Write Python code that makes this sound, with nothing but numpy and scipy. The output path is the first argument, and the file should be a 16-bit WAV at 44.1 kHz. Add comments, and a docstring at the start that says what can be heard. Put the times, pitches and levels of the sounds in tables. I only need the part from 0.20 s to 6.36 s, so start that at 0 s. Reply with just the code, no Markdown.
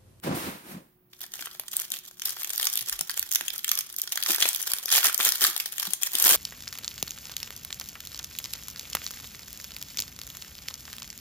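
"""Something slides over a padded desk top, then two hands work a stiff plastic wrapper off a pack of cards near a phone.
Each crease of the film snaps in a dry, broadband click made of short noise bursts; small snaps come in swarms.
The slide is three colours of noise that swell and fade; the pack knocks dully as short, fading tones.
A small room adds a short tail to the snaps; below lies a quiet floor of noise with mains hum and thin whines.
Slide and snaps reach the left port a little before the right one."""
import sys
import numpy as np
from scipy import signal
from scipy.fft import rfft, irfft
from scipy.io import wavfile
from scipy.ndimage import uniform_filter1d

SR = 44100
rng = np.random.default_rng(int(sys.argv[2]) if len(sys.argv) > 2 else 0)


def persist_wave(psi):
    """Save psi, clipped to +-1, as 16-bit WAV."""
    counts = np.round(np.clip(psi, -1, 1) * 32767).astype(np.int16)
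    wavfile.write(sys.argv[1], SR, np.atleast_2d(counts).T)


def voltage_ratio(level):
    """Linear amplitude factor for a level in decibels (scalar or array-like)."""
    return 10 ** (np.asarray(level, float) / 20)


N = 271656
T = np.arange(N) / SR


def read(table, hz):
    """Read a spectrum table at the given frequencies, on a log axis."""
    f, values = np.transpose(table)
    return np.interp(np.log(np.maximum(hz, 1)), np.log(f), values)


def curve(table):
    """Read the columns of a time table at every sample."""
    s, *columns = np.transpose(table)
    return [np.interp(T, s, column, left=-120, right=-120) for column in columns]


def level(x, db):
    """Set the rms level, a kind of average loudness."""
    return x * voltage_ratio(db) / np.sqrt(np.mean(x ** 2))


def peak_one(waves):
    """Scale each event (ports x events x samples) so that its envelope peaks at 1."""
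    power = uniform_filter1d((waves ** 2).mean(axis=0), size=11)
    return waves / np.sqrt(2 * power.max(axis=1))[:, None]


def hiss(gain, alike_hz, lag_s):
    """Coloured stereo noise: alike in both ports well below alike_hz, unrelated well above; the right port lags."""
    hz = np.fft.rfftfreq(N, 1 / SR)
    mid, side = rfft(rng.standard_normal((2, N)))
    side *= hz ** 2 / (hz ** 2 + alike_hz ** 2)
    left = mid + side
    right = (mid - side) * np.exp(-2j * np.pi * hz * lag_s)
    return level(irfft(gain(hz) * np.array([left, right]), N), 0)


def place(s, waves):
    """Lay the events along the time axis, adding them up where they overlap."""
    size = waves.shape[-1]
    # soft ends, steeper at the start
    power = np.where(np.arange(size) < size / 2, 1 / 4, 1)
    waves = waves * signal.windows.tukey(size, .2) ** power
    at = ((s * SR).astype(int)[:, None] + np.arange(size)).ravel()
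    return np.array([np.bincount(at, w.ravel(), N + size)[:N] for w in waves])


# fixed colour of the snaps as picked up, with peaks near 1.8, 3.2 and 12.6 kHz: [f/Hz, relative level/dB]
SNAP_COLOUR = [(300, -12.5), (1010, -3.5), (1790, -2.5), (2090, -5.5), (2840, -7.5), (3210, 0.5),
               (3930, -5.5), (5400, -5.5), (7300, -7.5), (8100, -12.5), (8900, -12), (11000, -8),
               (12600, 0), (14000, -2.5), (15200, -5), (16000, -12)]
# layers of a snap, from crisp edge to low pop:
# [low f/Hz, high f/Hz, typical rise t/s, typical decay t/s, likeness of the ports 0-1]
SNAP_LAYERS = [(5150, 17000, 0.00006, 0.00064, 0.29), (2500, 9140, 0.00096, 0.0025, 0.49),
               (1220, 3150, 0.00044, 0.0023, 1), (318, 1150, 0.00034, 0.0017, 1)]
RIGHT_LAG_S, LAG_SCATTER_S = .000095, .00002
LET_GO_SPREAD = .35  # natural-log scatter of the speed of rise and decay


def creases(s, layers_db, pan_db, size):
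    """A crease flips: a very short broadband burst of fixed basic colour, each layer with its own strength."""
    flip_s = .002  # the burst peaks this long after the start of its slot
    t, hz = np.arange(size) / SR - flip_s, np.fft.rfftfreq(size, 1 / SR)
    g = rng.standard_normal((len(s), 5))
    lag = np.exp(-2j * np.pi * hz * (RIGHT_LAG_S + LAG_SCATTER_S * g[:, :1]))
    ports = voltage_ratio(np.array([.5, -.5])[:, None, None] * pan_db[:, None])
    # every patch of film favours its own pitches
    ripple_hz = 900 * np.exp(0.481 * g[:, 2:3])
    ripple_start = 2 * np.pi * rng.random((len(s), 1))
    ripple = voltage_ratio(4.76 * np.cos(hz / ripple_hz + ripple_start))
    # some creases creep a moment before they flip
    creep = np.exp(0.52 * g[:, 4:])
    # some patches of film let go more slowly than others
    speed = np.exp(LET_GO_SPREAD * g[:, 1:2])
    out = 0
    for (low_hz, high_hz, rise_s, decay_s, alike), db in zip(SNAP_LAYERS, layers_db):
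        shape = np.exp(np.where(t < 0, t / (rise_s * creep), -t / decay_s) * speed)
        left, other = rfft(rng.standard_normal((2, len(s), size)) * shape)
        # one sharp click just before the peak, at the same moment in all layers
        click = np.sqrt(decay_s * SR) * np.exp(-2j * np.pi * hz * 0.0015)
        left = left + 0.6 * g[:, 3:4] * click
        right = (alike * left + np.sqrt(1 - alike ** 2) * other) * lag
        # soft limits below and above the layer's range
        limits = 1 / (1 + (low_hz / (hz + 1)) ** 6) / (1 + (hz / high_hz) ** 6)
        band = ripple * voltage_ratio(read(SNAP_COLOUR, hz)) * limits
        burst = irfft(ports * band * np.array([left, right]), size)
        out = out + voltage_ratio(db)[:, None] * peak_one(burst)
    return place(s - flip_s, out)


# single loud snaps, peak levels before the room:
# [t/s, crisp edge level/dB, body level/dB, low pop level/dB, left minus right level/dB]
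SINGLE_SNAPS = [(0.9332, -40, -43, -61, 4.5), (1.0067, -28.5, -49, -52, 1), (1.04, -36, -33.5, -44, 3),
                (1.1387, -23.5, -32, -42, 5), (1.1928, -34, -32, -41, -1), (1.2248, -34, -25.5, -43, 4),
                (1.2718, -67, -26, -41, -1.0), (1.313, -40, -42, -63, -0.5), (1.3503, -44, -39, -47, 1.0),
                (1.3975, -15.5, -38, -33, -0.5), (1.437, -41, -43, -45, 1), (1.4828, -24.5, -38, -71, -2.5),
                (1.517, -21.5, -58, -59, 5), (1.5364, -26, -50, -65, 13), (1.5676, -8.5, -58, -54, -0.5),
                (1.5994, -14.5, -53, -51, 4), (1.6188, -16.5, -43, -50, 15), (1.704, -21, -59, -47, 1.0),
                (1.7195, -12.5, -32, -48, 7), (1.7392, -23, -34, -60, 0.5), (1.7886, -25.5, -54, -62, 1),
                (1.8706, -49, -78, -57, 6), (1.9125, -33, -47, -47, 5), (1.9975, -23, -37, -63, 2.0),
                (2.0195, -21, -30.5, -46, 2), (2.0567, -9.5, -38, -51, 2.5), (2.0727, -24, -42, -49, 2.0),
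                (2.094, -15, -40, -52, 21), (2.106, -17, -44, -52, 4), (2.1681, -44, -31, -38, 6),
                (2.2201, -25, -31, -41, 5), (2.2329, -12, -49, -48, 6), (2.2466, -16, -31.5, -43, -3),
                (2.295, -18, -50, -61, 1.5), (2.3348, -16, -41, -57, 22), (2.36, -16, -65, -58, -2),
                (2.3795, -11, -35, -49, -2), (2.3988, -13.5, -22, -30, 4), (2.4295, -11.5, -27, -39, 9),
                (2.444, -15, -48, -36, -2), (2.454, -11, -35, -40, 0.0), (2.4703, -10.5, -26, -38, 1),
                (2.5, -19, -45, -54, 0.5), (2.5302, -14, -44, -46, 11), (2.537, -14, -49, -56, 0.0),
                (2.5565, -7.5, -35.5, -55, 5), (2.5747, -11.5, -36, -56, 0.0), (2.592, -16, -41, -58, -4),
                (2.61, -19, -45, -55, 3), (2.6612, -28, -46, -61, -1.5), (2.686, -17.5, -42, -50, -5),
                (2.6969, -12.5, -30, -51, -8), (2.7272, -16.5, -28, -56, 7), (2.792, -15, -40, -37, 2),
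                (2.81, -9, -30.5, -33, 6), (2.8964, -20, -24.5, -42, 0), (2.9066, -17, -51, -52, 3.5),
                (2.9146, -20, -39, -54, 6), (2.9766, -12, -26.5, -34, -2), (2.9948, -7.5, -41, -42, 3),
                (3.028, -15.5, -31.5, -47, -3), (3.1163, -11.5, -40.5, -60, 18),
                (3.125, -14, -45, -62, -13), (3.1361, -14, -52, -63, 0), (3.1495, -9, -37, -51, 6),
                (3.1577, -3.5, -21.5, -45, 0), (3.2108, -21, -23, -27.5, 1), (3.2822, -13, -30, -48, 7),
                (3.3041, -23, -23.5, -43, -13), (3.3485, -34, -34.5, -64, 6), (3.3807, -17.5, -56, -60, 5),
                (3.3922, -25, -34.5, -59, 0.0), (3.4456, -12.5, -26.5, -58, 1.5), (3.48, -14, -32, -50, 3),
                (3.492, -12, -33, -50, -8), (3.5163, -5.5, -17, -67, 0.5), (3.554, -13, -41, -61, 6),
                (3.576, -16.5, -34, -63, 2), (3.5892, -8, -34, -59, -2.0), (3.609, -17.5, -38, -59, 0),
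                (3.727, -27, -60, -68, 6), (3.7643, -18.5, -58, -59, 2), (3.7865, -16, -57, -61, -6),
                (3.7985, -21, -36, -52, 0.0), (3.8178, -8, -49, -57, 1.5), (3.8758, -26, -31, -58, -3.0),
                (3.922, -14, -32, -39, 4), (3.9579, -16.5, -38, -41, -5), (3.9751, -13, -19, -34, 8),
                (4.0265, -14, -30, -54, 6), (4.0366, -10.5, -31, -49, 1), (4.0622, -18, -21, -41, 0.5),
                (4.0995, -15, -32, -29, 3), (4.1104, -12, -40, -50, 10), (4.1185, -10, -38, -46, 5),
                (4.1355, -25, -23.5, -38, 2.5), (4.147, -10, -29, -51, 1.0), (4.1613, -14, -39, -48, -0.5),
                (4.1835, -20, -24.5, -31, 4), (4.2045, -11, -30, -33, 2.0), (4.2128, -15, -25, -36, 5),
                (4.2252, -11.5, -8.5, -34, 3), (4.2434, -14, -34, -47, 8), (4.2559, -22, -12.5, -22, 1.5),
                (4.2807, -14, -42, -46, -1), (4.2894, -6, -48, -49, 8), (4.3317, -15, -39, -45, 8),
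                (4.348, -12, -41, -38, -4), (4.3619, -11, -54, -56, 4.5), (4.4168, -13, -66, -48, 11),
                (4.428, -13, -54, -61, 9), (4.477, -15.5, -31, -36, 8), (4.5181, -9.5, -38, -33, 0),
                (4.536, -6.5, -22, -31, -5.5), (4.5856, -17, -45, -48, 1), (4.6582, -9.5, -46, -36, 8.5),
                (4.6912, -23, -28, -51, -0.5), (4.7037, -18, -27, -41, 4), (4.7172, -11.5, -24.5, -51, -10),
                (4.7258, -8.5, -25, -49, 14), (4.7386, -12, -25, -47, -6), (4.7525, -24, -13.5, -27, 2),
                (4.7603, -5, -27, -36, -2), (4.781, -13, -18, -24, 1.0), (4.8065, -30, -22, -40, 0.0),
                (4.8308, -17, -21, -50, 5), (4.8442, -7, -36, -36, 3), (4.869, -13, -19.5, -38, -1.5),
                (4.9285, -17, -45, -55, 1.5), (4.9448, -8, -35, -53, 0.5), (4.9787, -7, -51, -47, 12),
                (4.993, -28, -31, -29, -3), (5.003, -24, -15, -28, 2), (5.0089, -19, -16, -32, 6),
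                (5.03, -10, -38, -45, 5), (5.0503, -7, -35, -38, 5), (5.0652, -31, -18.5, -25.5, 6),
                (5.0724, -9, -19, -46, 8), (5.083, -13, -35, -46, 14), (5.0901, -6.5, -31, -44, 1),
                (5.1218, -8.5, -24, -49, 7), (5.1566, -15, -30, -56, 3), (5.1821, -22, -39, -56, 8),
                (5.2101, -12, -25, -49, 1), (5.2173, -15, -28, -32, 8), (5.2283, -19, -24, -43, 16),
                (5.2405, -1, -18, -39, 1), (5.2482, -12.5, -13, -39, 5), (5.2679, -9, -40, -44, 9),
                (5.2736, -14, -27, -46, 4), (5.3287, -33, -52, -53, -0.5), (5.3647, -12, -27.5, -29.5, 5),
                (5.3784, -13, -37, -44, 5), (5.4007, -14.5, -21.5, -44, 1), (5.4592, -15.5, -29.5, -39, 5),
                (5.5235, -21, -45, -59, 4), (5.5826, -17, -27.5, -51, 8), (5.5986, -13, -34, -48, 0.5),
                (5.6296, -19, -21, -54, 19), (5.6532, -18, -31, -49, 6), (5.672, -20, -30.5, -37, 7),
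                (5.7254, -31, -42, -45, 22), (5.735, -6, -32.5, -40, 10), (5.8185, -26, -46, -43, 14),
                (5.8332, -5.5, -34, -59, 14), (5.8725, -17.5, -34, -36, 2), (5.9189, -22, -50, -51, -2),
                (5.9339, -16, -54, -46, 4), (5.953, -8, -25.5, -50, 6), (5.9863, -12, -40, -45, 10),
                (5.9998, -10, -49, -39, 2.5), (6.0246, -3.5, -53, -39, 6), (6.0419, -2, -44, -39, 4),
                (6.0506, -1, -45, -31, 8), (6.0651, -8, -61, -20.5, 10), (6.069, 3, -49, -32, 6),
                (6.0792, -5, -26, -22, -4), (6.0924, -1, -51, -31, -1), (6.1, -17, -35, -21.5, -3),
                (6.11, -10, -21, -26, -7), (6.117, -16, -47, -39, 12), (6.124, 0, -49, -37, 10),
                (6.1296, -14, -47, -32, 13), (6.1434, -5, -48, -23, 0), (6.1504, -19, -37, -22, 2.0)]


def snaps():
    """The loud single snaps: four layers each; the crackle is set from the mean of edge and body."""
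    s, edge_db, body_db, pop_db, pan_db = np.transpose(SINGLE_SNAPS)
    crackle_db = (edge_db + body_db) / 2 + 2.5 + 2.0 * rng.standard_normal(len(s))
    return creases(s, [edge_db, crackle_db, body_db, pop_db], pan_db, size=512)


# the swarm of small snaps while the pack is merely held and turned: [t/s, level/dB]
HELD_PACK = [(.9, -70), (1.0, -50), (1.12, -49.5), (1.22, -38), (1.45, -57), (1.86, -52.5), (2.2, -38.5),
             (2.7, -39), (2.93, -48), (3.25, -42), (3.74, -50), (4.0, -39.5), (4.45, -39), (4.63, -41),
             (4.93, -38), (5.4, -39), (5.8, -50), (6.16, -38)]
# squeezes and pulls that thicken the swarm: [start t/s, length t/s, level/dB]
SQUEEZE_PULLS = [(1.009, 0.025, -42.5), (1.537, 0.087, -32), (1.716, 0.042, -35.5), (2.036, .07, -31.5),
                 (2.395, 0.075, -31), (2.525, 0.045, -33), (2.974, 0.022, -31), (3.128, 0.15, -34.5),
                 (3.482, 0.15, -32.5), (3.781, .03, -35), (3.918, 0.056, -31), (4.082, 0.053, -25.5),
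                 (4.2, 0.086, -24), (4.467, 0.048, -28), (4.719, 0.068, -19), (4.846, 0.013, -14.5),
                 (5.007, 0.093, -24), (5.218, 0.041, -18.5), (5.379, 0.055, -40), (5.596, 0.1, -32.5),
                 (5.829, 0.069, -35.5), (5.937, .1, -24), (6.058, 0.12, -19.5)]
ATTACK_DB_PER_S, RELEASE_DB_PER_S = 902, 400


def effort():
    """Level of the swarm in dB: the held pack plus each squeeze, which rises, holds and lets go."""
    power = voltage_ratio(2 * curve(HELD_PACK)[0])
    for s, length_s, db in SQUEEZE_PULLS:
        rise_db = ATTACK_DB_PER_S * np.maximum(s - T, 0)
        fall_db = RELEASE_DB_PER_S * np.maximum(T - s - length_s, 0)
        power = power + voltage_ratio(2 * (db - rise_db - fall_db))
    return 10 * np.log10(power)


def swarm():
    """Thousands of small snaps at random moments, their loudness swelling and fading in bunches."""
    db = effort()
    start_s = HELD_PACK[0][0]
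    s = np.sort(start_s + (N / SR - start_s) * rng.random(4500))
    at = (s * SR).astype(int)
    # e makes a few snaps much larger than the rest
    e, g = rng.exponential(size=len(s)), rng.standard_normal((len(s), 4))
    # neighbouring snaps grow and shrink together
    bunch = uniform_filter1d(rng.standard_normal(len(s)), size=12) * np.sqrt(12)
    # gentle handling gives lone ticks; in a hard crumple the sizes even out
    uneven = np.clip((-12.0 - db[at]) / 27.0, .35, 1.2)
    edge_db = uneven * (3.8 * np.minimum(e, 3.5) + 5.1 * bunch)
    # harder crumpling bends larger folds, which adds lows
    low_db = edge_db - 14 + 0.09 * (db[at] + 29.5)
    crackle_db = edge_db - 8.0 + 1.35 * g[:, 0]
    body_db = low_db - 3.0 + 5.2 * g[:, 1]
    pop_db = low_db - 9.0 + 2.5 * g[:, 2]
    pan_db = 5 * g[:, 3]  # left minus right
    crackle = creases(s, [edge_db, crackle_db, body_db, pop_db], pan_db, size=256)
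    # the hands set the level over a third of a second
    usual_power = uniform_filter1d((crackle ** 2).mean(axis=0), size=15000)
    return crackle * voltage_ratio(db) / np.sqrt(usual_power + 1e-6)


# resonances of the desk: [f/Hz, width f/Hz, relative level/dB]
DESK_MODES = [(97, 15, -21), (180, 49, 12.5), (220.7, 22, 9), (297, 26, 7), (341.4, 13, 5.5), (534, 52, 2),
              (776, 490, -3.5)]


def desk_colour(hz):
    """Sum of the desk's resonances, each strongest at its own pitch, with the deepest bass held back."""
    modes = sum(voltage_ratio(db) / np.hypot(1, 2 * (hz - f) / width) for f, width, db in DESK_MODES)
    return modes * hz ** 2 / (hz ** 2 + 60 ** 2)


# the slide: [t/s, desk rumble level/dB, mat rasp level/dB, fine hiss level/dB]
SLIDE_LEVELS = [(0.0, -92, -84, -81), (0.018, -68, -78, -76), (0.038, -40, -37, -44),
                (0.078, -28, -41, -47), (0.128, -28, -49, -74), (0.152, -31.5, -37.5, -37),
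                (0.228, -42, -37.5, -42), (0.274, -34, -37.5, -44), (0.428, -58.5, -54, -58),
                (0.518, -44.5, -46.5, -46), (0.574, -44.5, -53, -60), (0.62, -55, -64, -65),
                (0.78, -86, -83, -82)]
SLIDE_LAG_S = 0.000367


def slide():
    """Friction shakes the desk modes, rasps on the mat and hisses finely."""
    desk_db, rasp_db, fine_db = curve(SLIDE_LEVELS)
    # the rumble wavers as the grip changes
    waver = level(uniform_filter1d(rng.standard_normal(N), size=500), 0)
    grip = voltage_ratio(1.7 * waver)
    desk = level(grip * hiss(desk_colour, 870, SLIDE_LAG_S), 0)
    rasp = hiss(lambda hz: (hz / 900) ** 2 / (1 + (hz / 900) ** 3.14), 900, SLIDE_LAG_S)
    fine = hiss(lambda hz: 1 / np.hypot(1, (hz - 12500) / 3000), 3300, SLIDE_LAG_S)
    return desk * voltage_ratio(desk_db) + rasp * voltage_ratio(rasp_db) + fine * voltage_ratio(fine_db)


# dull knocks through pack and desk: [t/s, peak level/dB, f/Hz]
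DULL_KNOCKS = [(0.269, -26, 223), (0.451, -43.5, 345), (0.545, -31.5, 176), (0.567, -31, 180),
               (1.209, -48, 313), (1.72, -48, 214), (2.616, -48, 122), (2.717, -45.5, 40.2),
               (2.809, -43, 166), (3, -51.5, 84), (3.209, -44.5, 500), (3.301, -57, 54.4),
               (4.098, -29.5, 336), (4.253, -41, 553), (4.868, -45, 366), (4.997, -39, 566),
               (5.072, -38.5, 420), (5.218, -37, 560), (5.279, -40, 370), (5.677, -38, 186),
               (5.947, -39.5, 351), (6.054, -33, 503), (6.115, -32.5, 375)]
KNOCK_CYCLES = 2.8  # cycles in which a knock's own tone falls to 37 percent


def knocks():
    """A soft push sounds each knock's own pitch and, weaker, the desk modes."""
    s, db, pitch_hz = np.transpose(DULL_KNOCKS)
    t = np.arange(6000) / SR
    own_fade = np.exp(-t * (pitch_hz / KNOCK_CYCLES)[:, None])
    own = np.sin(2 * np.pi * pitch_hz[:, None] * t) * own_fade
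    desk = 0
    for hz, width, mode_db in DESK_MODES:
        desk = desk + voltage_ratio(mode_db) * np.sin(2 * np.pi * hz * t) * np.exp(-np.pi * width * t)
    # silent for 14 ms, then a soft start
    push = np.clip(1 - np.exp(-(t - .014) / 0.0033), 0, 1)
    wave = (own + voltage_ratio(-22.5) * desk) * push
    return place(s - .017, voltage_ratio(db)[:, None] * peak_one(np.array([wave, wave])))


TAIL_DULL_DB, TAIL_BRIGHT_DB = -38, -38  # gains of the two parts of the tail
TAIL_DULL_T60_S, TAIL_BRIGHT_T60_S = .45, .22  # time to fall by 60 dB


def room(x):
    """An early bounce off the desk, then a diffuse tail that loses treble first."""
    t = np.arange(int(.4 * SR)) / SR
    noise = rng.standard_normal((2, 2, len(t))) * (1 - np.exp(-t / 0.00033))
    dull = signal.lfilter(*signal.butter(2, 5000, fs=SR), noise[0])
    dull = dull * np.exp(-np.log(1000) * t / TAIL_DULL_T60_S)
    bright = noise[1] * np.exp(-np.log(1000) * t / TAIL_BRIGHT_T60_S)
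    tail = voltage_ratio(TAIL_DULL_DB) * dull + voltage_ratio(TAIL_BRIGHT_DB) * bright
    # long waves barely fill a small soft room
    tail = signal.lfilter(*signal.butter(2, 800, "high", fs=SR), tail)
    # the early bounce, at its own delay (in samples) for each port
    tail[0, 110] += .2
    tail[1, 123] += .2
    return x + signal.fftconvolve(x.mean(axis=0)[None], tail)[:, :N]


# colour of the quiet floor: [f/Hz, relative level/dB]
FLOOR_COLOUR = [(15, -36), (25, 2), (64, -9), (87, -12), (123, -4.5), (145, -4.5), (195, -4.5),
                (293, -11.5), (363, -8), (439, -18.5), (1700, -26.5), (8360, -44), (16000, -19.5)]
FLOOR_DB = -62.5
# mains hum: [f/Hz, rms level/dB]
MAINS_HUM = [(120, -77), (360.7, -72.5)]
# thin, high whines: [f/Hz, rms level/dB]
THIN_WHINES = [(14422, -90), (15418, -84)]


def quiet():
    """Room air and electronics: steady coloured noise, with mains hum and thin whines as pure tones."""
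    tones = 0
    for hz, db in MAINS_HUM + THIN_WHINES:
        tones = tones + np.sqrt(2) * voltage_ratio(db) * np.sin(2 * np.pi * hz * T)
    return voltage_ratio(FLOOR_DB) * hiss(lambda hz: voltage_ratio(read(FLOOR_COLOUR, hz)), 310, 0) + tones


def scene():
    """The snaps in the room, with knocks and slide, over the floor."""
    return room(snaps() + swarm()) + knocks() + slide() + quiet()


def roll_off(x):
    """The treble ends steeply here."""
    return signal.sosfilt(signal.butter(12, 17000, fs=SR, output="sos"), x)


# colour difference of the two ports: [f/Hz, left minus right level/dB]
PORT_COLOURS = [(2800, -0.5), (3200, 0), (3700, -4), (7700, -2.5), (8800, 12), (10900, 3), (12200, -5),
                (15000, -6.5)]
CEILING, KNEE, TOP_HZ = .8, 4, 15900  # limit of the rounding, its sharpness, edge of the top roll-off


def record(dry):
    """Each port has its own colour; the phone rounds the loudest peaks, rolls off deep bass and the very top."""
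    hz = np.fft.rfftfreq(N, 1 / SR)
    tilt_db = np.array([[.5], [-.5]]) * read(PORT_COLOURS, hz)
    ports = irfft(rfft(dry) * voltage_ratio(tilt_db), N)
    rounded = ports / (1 + (ports / CEILING) ** KNEE) ** (1 / KNEE)
    thin = signal.sosfilt(signal.butter(2, 40, "high", fs=SR, output="sos"), rounded)
    mix = signal.sosfilt(signal.ellip(6, .3, 24, TOP_HZ, fs=SR, output="sos"), thin)
    return roll_off(mix)


dry = scene()
out = record(dry)
persist_wave(out)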